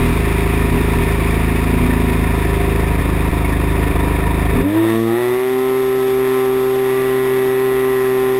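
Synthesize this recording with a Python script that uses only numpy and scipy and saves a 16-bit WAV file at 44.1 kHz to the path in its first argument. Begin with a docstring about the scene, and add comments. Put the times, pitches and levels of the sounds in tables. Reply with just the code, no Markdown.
"""A small two-stroke engine, heard close by from a camera's microphone sealed in its case on a model plane's wing.
At idle it fires only every third turn, now and then after two or four, and each firing jolts the case.
Then the throttle opens and it fires every turn: a steady drone of shaft orders with a filtered exhaust bark.
Around it shaped noise makes rattle and buffeting at idle and slipstream hiss at open throttle;
there are a few short pings and clicks."""
import sys
import numpy as np
from scipy import signal
from scipy.fft import rfft, irfft
from scipy.io import wavfile
from scipy.ndimage import uniform_filter1d

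SR = 44100
rng = np.random.default_rng(int(sys.argv[2]) if len(sys.argv) > 2 else 0)


def dump(signal):
    """Clip the signal to [-1, 1] and save it as 16-bit WAV at the path in sys.argv[1]."""
    limited = np.clip(np.atleast_2d(signal).T, -1, 1)
    pcm = np.round(limited * 32767).astype(np.int16)
    wavfile.write(sys.argv[1], SR, pcm)


def volts_from_db(level):
    """Convert decibel levels to linear amplitude ratios."""
    exponent = np.asarray(level, float) / 20
    return 10 ** exponent


N = 369999

# shaft speed at idle: (time [s], speed [turns per s])
IDLE_SPEED = [(0, 81.49), (0.3, 79.53), (0.75, 81.06), (1.1, 80.05), (1.85, 82.32), (2.5, 78.88),
              (2.75, 80.14), (3, 77.17), (3.25, 78.71), (3.5, 78.02), (3.75, 78.74), (4.1, 77.6),
              (4.45, 78.5), (4.62, 80.74)]
# open throttle: (time [s], speed [turns per s], rms level of shaft orders 1, 2 and 3 [dB each])
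OPEN_THROTTLE = [(4.55, 79.6, -19, -27, -20), (4.6, 84.67, -17, -16, -17), (4.63, 90.25, -24, -24, -24),
                 (4.66, 95.2, -24, -27, -12.5), (4.71, 103.2, -28, -25, -19.5),
                 (4.78, 109.3, -24, -41, -11.5), (4.85, 111.5, -25, -26, -13.5),
                 (4.96, 112.9, -25, -19, -17.5), (5.09, 114, -26, -20.5, -17.5),
                 (5.14, 115.7, -30, -23, -14.5), (5.19, 121.4, -33, -31, -16.5),
                 (5.33, 124.4, -31, -27, -15), (5.4, 127.2, -43, -35, -16.5),
                 (5.53, 129.1, -37, -26, -16.5), (5.84, 130.3, -35, -29, -15.5),
                 (6.24, 129.8, -33.5, -27, -15), (6.65, 129.8, -34.5, -27.5, -15.5),
                 (7.06, 130.1, -31.5, -28.5, -15.5), (8.39, 129.4, -33.5, -28.5, -15)]


def evened(x):
    """Scales to rms 1."""
    return x / np.sqrt(np.mean(x ** 2) + 1e-20)


def gain_at(points, hz):
    """Gain of a spectrum whose points in dB are joined on a log-frequency axis."""
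    f, db = np.transpose(points)
    return volts_from_db(np.interp(np.log(hz + 1), np.log(f + 1), db))


def columns(rows, t):
    """The columns of a curve table at times t."""
    s, *rest = np.transpose(rows)
    return [np.interp(t, s, c) for c in rest]


def ramp(t, start_s, end_s, first, last):
    """A straight line between two times, held outside them."""
    return np.interp(t, [start_s, end_s], [first, last])


def causal(points):
    """Minimum-phase impulse response of a spectrum, with a floor at -70 dB."""
    hz = abs(np.fft.fftfreq(8192, 1 / SR))
    log_gain = np.log(np.maximum(gain_at(points, hz), volts_from_db(-70)))
    return np.fft.ifft(np.exp(np.conj(signal.hilbert(log_gain)))).real[:4096]


def lifted(x, lift_db, corner_hz):
    """Raises or lowers the treble by adding a share of its high-passed part."""
    treble = signal.sosfilt(signal.butter(1, corner_hz, "high", fs=SR, output="sos"), x)
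    return x + (volts_from_db(lift_db) - 1) * treble


def drift(rate_hz):
    """Slow chance: random steps of rms 1 joined by straight lines."""
    steps = rng.standard_normal(int(N / SR * rate_hz) + 2)
    return np.interp(np.arange(N) / SR * rate_hz, np.arange(len(steps)), steps)


def noise(gain, patchy_db, flicker_db):
    """Random short-time spectra with drifting patches and a flicker shared by all bands, shaped by gain(Hz)."""
    frames = N // 128 + 5
    a, b, patches = rng.standard_normal((frames, 257, 3)).T
    patches = evened(uniform_filter1d(uniform_filter1d(patches, 5, 0), 20, 1))
    flicker = evened(uniform_filter1d(rng.standard_normal(frames), 3))
    spectra = (a + 1j * b) * volts_from_db(patchy_db * patches + flicker_db * flicker)
    white = signal.istft(spectra, nperseg=512, noverlap=384)[1][:N]
    return evened(irfft(rfft(white) * gain(np.fft.rfftfreq(N, 1 / SR)), N))


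def add(mix, sound):
    """Mixes a sound in from the start."""
    mix[:len(sound)] += sound


def impulses(s, size=None):
    """One impulse at each time s, of the given size."""
    return np.bincount(np.maximum(np.round(s * SR), 0).astype(int), size, N)


def air():
    """Rattle and low buffeting stirred up by each idle firing; slipstream hiss once the throttle opens."""
    # rattle inside the case at idle: (frequency [Hz], relative level [dB])
    idle_hiss = [(260, -6), (440, -0.5), (637, -7.5), (711, -0.5), (775, -15.5), (964, -1.5), (1410, -11),
                 (1590, -14.5), (1780, -10), (2460, -7.5), (2990, -22.5), (3640, -19), (4110, -29.5),
                 (5050, -27.5), (5950, -34.5), (7740, -75), (13100, -120)]
    # resonances of the case that the rattle rings: (frequency [Hz], width [Hz], relative level [dB])
    case_modes = [(716, 130, -9.5), (955, 53, 2), (1802, 160, -3), (3620, 300, -15)]
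    # low buffeting at idle: (frequency [Hz], relative level [dB])
    buffet_spectrum = [(20, -36), (50, -3), (100, -17), (200, 4), (380, 13), (480, -55), (600, -29)]
    # slipstream at open throttle: (frequency [Hz], relative level [dB])
    run_hiss = [(20, -1), (100, -2.5), (220, 2.5), (300, 6.5), (420, 4.5), (600, 1), (830, -3), (1000, 5.5),
                (1400, -4.5), (1600, -1.5), (1830, 1.5), (2500, -4), (3050, -7.5), (3600, -3), (4000, -15),
                (5200, -14.5), (6000, -14), (7000, -63)]
    # slipstream over time: (time [s], hiss level before the lift [dB], treble lift [dB])
    slipstream = [(4.69, -25.5, -14), (4.78, -24.5, -16), (4.91, -27.5, -1), (5.0, -33.5, 4.5),
                  (5.15, -29.5, -3), (5.26, -32, 4), (5.33, -30, 0.5), (5.5, -32.5, 2), (6.0, -31, 2),
                  (7.5, -29, -1), (8.39, -30.5, 1)]
    t = np.arange(N) / SR
    opens_s = OPEN_THROTTLE[0][0]
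    throttle = ramp(t, 4.64, 4.76, 0, 1)  # the buffeting gives way to the hiss
    stirred = signal.oaconvolve(impulses(firings()[0]), signal.windows.hann(int(0.036 * SR)))[:N]

    # through the idle glide the rattle dulls as the plane slows
    rattle = noise(lambda hz: gain_at(idle_hiss, hz), patchy_db=0.05, flicker_db=1.14)
    rattle = lifted(rattle, ramp(t, 0, opens_s, 9, -0.5), corner_hz=1950)
    rattle *= volts_from_db(ramp(t, 0, opens_s, -28, -24.5)) * ramp(t, 4.61, 4.81, 1, 0)

    def case_gain(hz):
        return sum(volts_from_db(db) / (1 + (2 * (hz - f) / w) ** 2) for f, w, db in case_modes)

    ringing = noise(case_gain, patchy_db=2.0, flicker_db=1.5)
    rattle += volts_from_db(ramp(t, 0, opens_s, -33.5, -31)) * ringing
    stir_db = ramp(t, 0, 4.5, .6, 3.5) * (stirred - .4)
    rattle *= volts_from_db(stir_db) * ramp(t, 4.9, 5.03, 1, 0)

    buffet = volts_from_db(-32.5) * noise(lambda hz: gain_at(buffet_spectrum, hz), patchy_db=2.0, flicker_db=3.5)
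    buffet *= (.5 + stirred) * (1 - throttle)

    hiss_db, lift_db = columns(slipstream, t)
    hiss = noise(lambda hz: gain_at(run_hiss, hz), patchy_db=-1.15, flicker_db=-0.9)
    hiss = volts_from_db(hiss_db) * lifted(hiss, lift_db, corner_hz=2600)
    return rattle + buffet + hiss * throttle


def pings():
    """Short pings and clicks: a decaying ring with a soft start, and a noise tick."""
    # (time [s], ring level [dB], frequency [Hz], tick level [dB])
    pings_and_clicks = [(1.906, -14, 1810, -40), (3.288, -24, 950, -21), (3.445, -16, 2200, -33),
                        (3.477, -18, 990, -36), (4.9, -21, 1840, -21)]
    out, t = np.zeros(N), np.arange(1500) / SR
    for s, ring_db, hz, tick_db in pings_and_clicks:
        ring = volts_from_db(ring_db - 60 * t / 0.07) * np.sin(2 * np.pi * hz * t) * (1 - np.exp(-t / 0.0011))
        tick = volts_from_db(tick_db) * rng.standard_normal(len(t)) * np.exp(-t / 0.0016)
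        add(out[round(s * SR):], ring + tick)
    return out


def firings():
    """Times of the idle firings, every third turn unless it stumbles, and the turns since the one before."""
    # leaving the three-turn beat: (time of the last even firing [s], turns to the next [turns], repeats [count])
    stumbles = [(0.0, 2, 5), (0.723, 2, 2), (0.958, 2, 3), (1.81, 2, 2), (2.985, 2, 1), (3.279, 4, 1),
                (3.904, 4, 1), (4.532, 2, 3)]
    t = np.arange(round(IDLE_SPEED[-1][0] * SR)) / SR
    turns = np.cumsum(columns(IDLE_SPEED, t)[0]) / SR
    turn_s = np.interp(np.arange(int(turns[-1])), turns, t)
    turn, gaps, fired = 0, [3], []
    while turn < len(turn_s):
        now = turn_s[turn]
        fired.append((now, gaps.pop()))
        stumble = [[gap] * times for s, gap, times in stumbles if abs(s - now) < .006]
        if stumble:
            gaps += stumble[0]
        elif not gaps:
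            gaps = [3]
        turn += gaps[-1]
    s, since = np.transpose(fired)
    return s - .0077, since  # the firing leads the counted turn


def idle():
    """Each firing throws the case against its stops and rings the airframe; no two are quite alike."""
    # the case swings between its stops after a firing:
    # (delay [ms], level relative to the firing [dB], direction [sign], contact time [ms])
    jolts = [(1.8, 10.5, -1, 6.2), (8.6, -3, 1, 11), (10.3, 10, 1, 3.4), (15, 1, -1, 4.2),
             (19.2, 12.5, -1, 5.7), (22.9, 1, 1, 5), (34.6, 2, 1, 4.8)]
    # airframe modes rung by a firing: (frequency [Hz], level relative to its drive [dB], t60 [s])
    airframe = [(151, -8.5, 0.19), (246.3, 8, 0.1), (281, 5, 0.17), (396, 9.5, 0.17), (712, -10.5, 0.12)]
    # start of each mode's ring after the firing: (delay [ms] of each mode in turn)
    ring_delays = 2.96, 2.0, 3.9, 3.27, 1.6
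    # the three middle modes ring more or less as the beat drifts against them:
    # (drive at 80 turns per s [dB], slope [dB per turn per s], wander [dB])
    middle_modes = [(-28.5, 5, 3), (-27.5, -0.5, 2.5), (-27.5, 2, 2)]
    s, since = firings()
    jolt_db = -19.5 - 2 * (since < 3) + 1 * (since > 3)  # an early firing is weaker, a late one stronger
    faster = np.minimum(columns(IDLE_SPEED, s)[0] - 80, 1.3)  # turns per s; no further effect beyond
    at = np.maximum(s * SR, 0).astype(int)
    mode_db = [db + per_turn * faster + wander_db * drift(3.07)[at] for db, per_turn, wander_db in middle_modes]
    ring_db = [jolt_db, *mode_db, jolt_db]  # the lowest and highest mode follow the jolt
    chance = rng.standard_normal((len(s), 2 * len(jolts) + len(airframe))).T
    out, t = np.zeros(N + SR), np.arange(SR // 4) / SR

    for k, (ms, db, way, contact_ms) in enumerate(jolts):
        push = signal.windows.hann(int(contact_ms * SR / 1000))
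        delay_s = (ms - contact_ms / 2 + .15 * chance[2 * k]) / 1000  # the delay marks mid-contact
        size = way * volts_from_db(db + jolt_db + chance[2 * k + 1])
        add(out, signal.oaconvolve(impulses(s + delay_s, size), push))

    for k, ((hz, db, t60), ms) in enumerate(zip(airframe, ring_delays)):
        ring = -volts_from_db(db - 60 * t / t60) * np.sin(2 * np.pi * hz * t)
        ring *= 1 - np.exp(-t / 0.00053)  # soft start
        size = volts_from_db(ring_db[k] + 1.1 * chance[-1 - k])
        add(out, signal.oaconvolve(impulses(s + ms / 1000, size), ring))
    return out[:N]


def mount_sway():
    """The wing mount keeps swaying: chance through two equal complex poles, a narrow band of real rms 1."""
    mount_hz, pole_width_hz = 52.2, 10
    pole = np.exp((2j * np.pi * mount_hz - np.pi * pole_width_hz) / SR)
    sway = signal.lfilter([1], np.poly([pole, pole]), rng.standard_normal(N))
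    return sway / np.std(sway.real)


def drone():
    """Clean shaft orders, and the exhaust bark coloured by the case wall, all shaken by the swaying mount."""
    # wander of shaft orders 1 to 3: (wander [dB] of each order in turn)
    low_wander = 0.4, 1.3, 0.2
    # shaft orders 4 to 6: (rms level at full speed [dB], slope [dB per turn per s below it], wander [dB])
    upper_orders = [(-41.5, .8, 2.5), (-42.5, .6, 3), (-34.5, -.05, 1.4)]
    # the bark above its spectral dip swells and fades: (time [s], drive level [dB])
    bark_swell = [(4.7, -60), (4.9, -43), (5.05, -52), (5.18, -39), (5.27, -38), (5.35, -37.5),
                  (5.5, -37.5), (6.05, -40.5), (6.14, -45), (6.25, -34.5), (6.45, -38), (6.7, -47),
                  (6.9, -34.5), (7.1, -37), (7.3, -35.5), (8.25, -36), (8.39, -39.5)]
    # the bark through the case wall, below and above the dip: (frequency [Hz], level [dB])
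    bark_low = [(600, -40), (800, 3), (900, -9.5), (1040, -1), (1170, -3.5), (1300, -5.5), (1430, -10),
                (1560, -30), (1700, -35)]
    bark_high = [(1200, -41), (1560, -36), (1680, -8), (1950, -0.5), (2090, -6.5), (2320, -12.5),
                 (2600, -11), (3050, -26), (3600, -17), (4000, -23.5), (5500, -44)]
    full_speed, harshest = 130, 17  # turns per s; turns per s below full speed where labour peaks
    t = np.arange(N) / SR
    opens_s = OPEN_THROTTLE[0][0]
    hz, *order_db = columns(OPEN_THROTTLE, t)
    settled = ramp(t, 4.7, 4.88, 0, 1)  # the bark comes in once every turn fires
    labour = np.clip(full_speed - hz, 0, harshest) * (1 + settled) / 2

    def broken_db():
        """The upper orders break up while the engine labours."""
        return .2 * labour * drift(22.0)

    order_db = [db + wander_db * drift(9.8) for db, wander_db in zip(order_db, low_wander)]
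    for db, per_turn, wander_db in upper_orders:
        order_db.append(db + per_turn * labour + wander_db * drift(9.0) + broken_db())

    sway = mount_sway()
    jitter = evened(uniform_filter1d(rng.standard_normal(N), 800))
    turns = np.cumsum(hz * (1 + 0.0012 * drift(9.0) + 0.0011 * jitter)) / SR
    turns += 0.0015 * sway.imag

    phase = .44  # cycles; the orders meet in one steep dip a turn
    lines = np.zeros(N)
    for k, db in enumerate(order_db, 1):
        lines += np.sqrt(2) * volts_from_db(db) * np.cos(2 * np.pi * (k * turns + phase))

    # below the dip the bark follows the swell by a share and thins under labour
    high_db, = columns(bark_swell, t)
    low_db = -39 + 0.22 * (high_db - np.median(high_db)) - 0.08 * labour
    low = np.zeros(N)
    for k in range(7, 14):  # each order swells and fades alone
        size = gain_at(bark_low, k * hz) * volts_from_db(2.8 * drift(8.0) + broken_db())
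        flip = np.arctan((k * hz - 1100) / 30)  # orders flip over past the wall resonance
        low += size * np.cos(2 * np.pi * (k * turns + phase + 0.27) + flip)
    bark = settled * np.sqrt(2) * volts_from_db(low_db) * low

    late = turns + 0.021  # the sharp part of the bark, a share of a turn from the deepest swing
    turn_size = volts_from_db(0.26 * rng.standard_normal(int(turns[-1]) + 3))
    pulses = sum(volts_from_db(2.0 * drift(5.0)) * np.cos(2 * np.pi * k * late) for k in range(8, 36))
    pulses *= turn_size[np.floor(late + .5).astype(int)]
    sharp = signal.oaconvolve(np.sqrt(2) * volts_from_db(high_db) * pulses, causal(bark_high))[:N]
    rasp_db = .6 * labour  # brighter while the engine labours up to speed
    bark += lifted(lifted(sharp, rasp_db, corner_hz=3600), rasp_db, corner_hz=3620)

    sway_db = ramp(t, opens_s, t[-1], -50, -43.5)
    shaken = (lines + bark) * (1 + 0.01 * sway.real) + volts_from_db(sway_db) * sway.real
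    return shaken * np.clip((t - opens_s) / 0.0096, 0, 1)


def scene():
    """Everything reaches the microphone through the case."""
    return (idle() + drone() + air() + pings())[None]


def low_pass(x):
    """Removes everything above the highest recorded frequency."""
    return signal.sosfilt(signal.butter(12, 15560, fs=SR, output="sos"), x)


def record(dry):
    """Bass cut and overload; 12000 samples a second, each held four times, mirror the sound about 12 kHz."""
    cut = signal.sosfilt(signal.butter(2, 6, "high", fs=SR, output="sos"), dry)
    ceiling, knee = .49, 6.5
    clipped = cut / (1 + abs(cut / ceiling) ** knee) ** (1 / knee)
    coarse = signal.resample_poly(clipped, 40, 147, axis=1)
    held = signal.resample_poly(np.repeat(coarse, 4, axis=1), 147, 160, axis=1)[:, :N]
    return low_pass(held)


dry = scene()
out = record(dry)
dump(out)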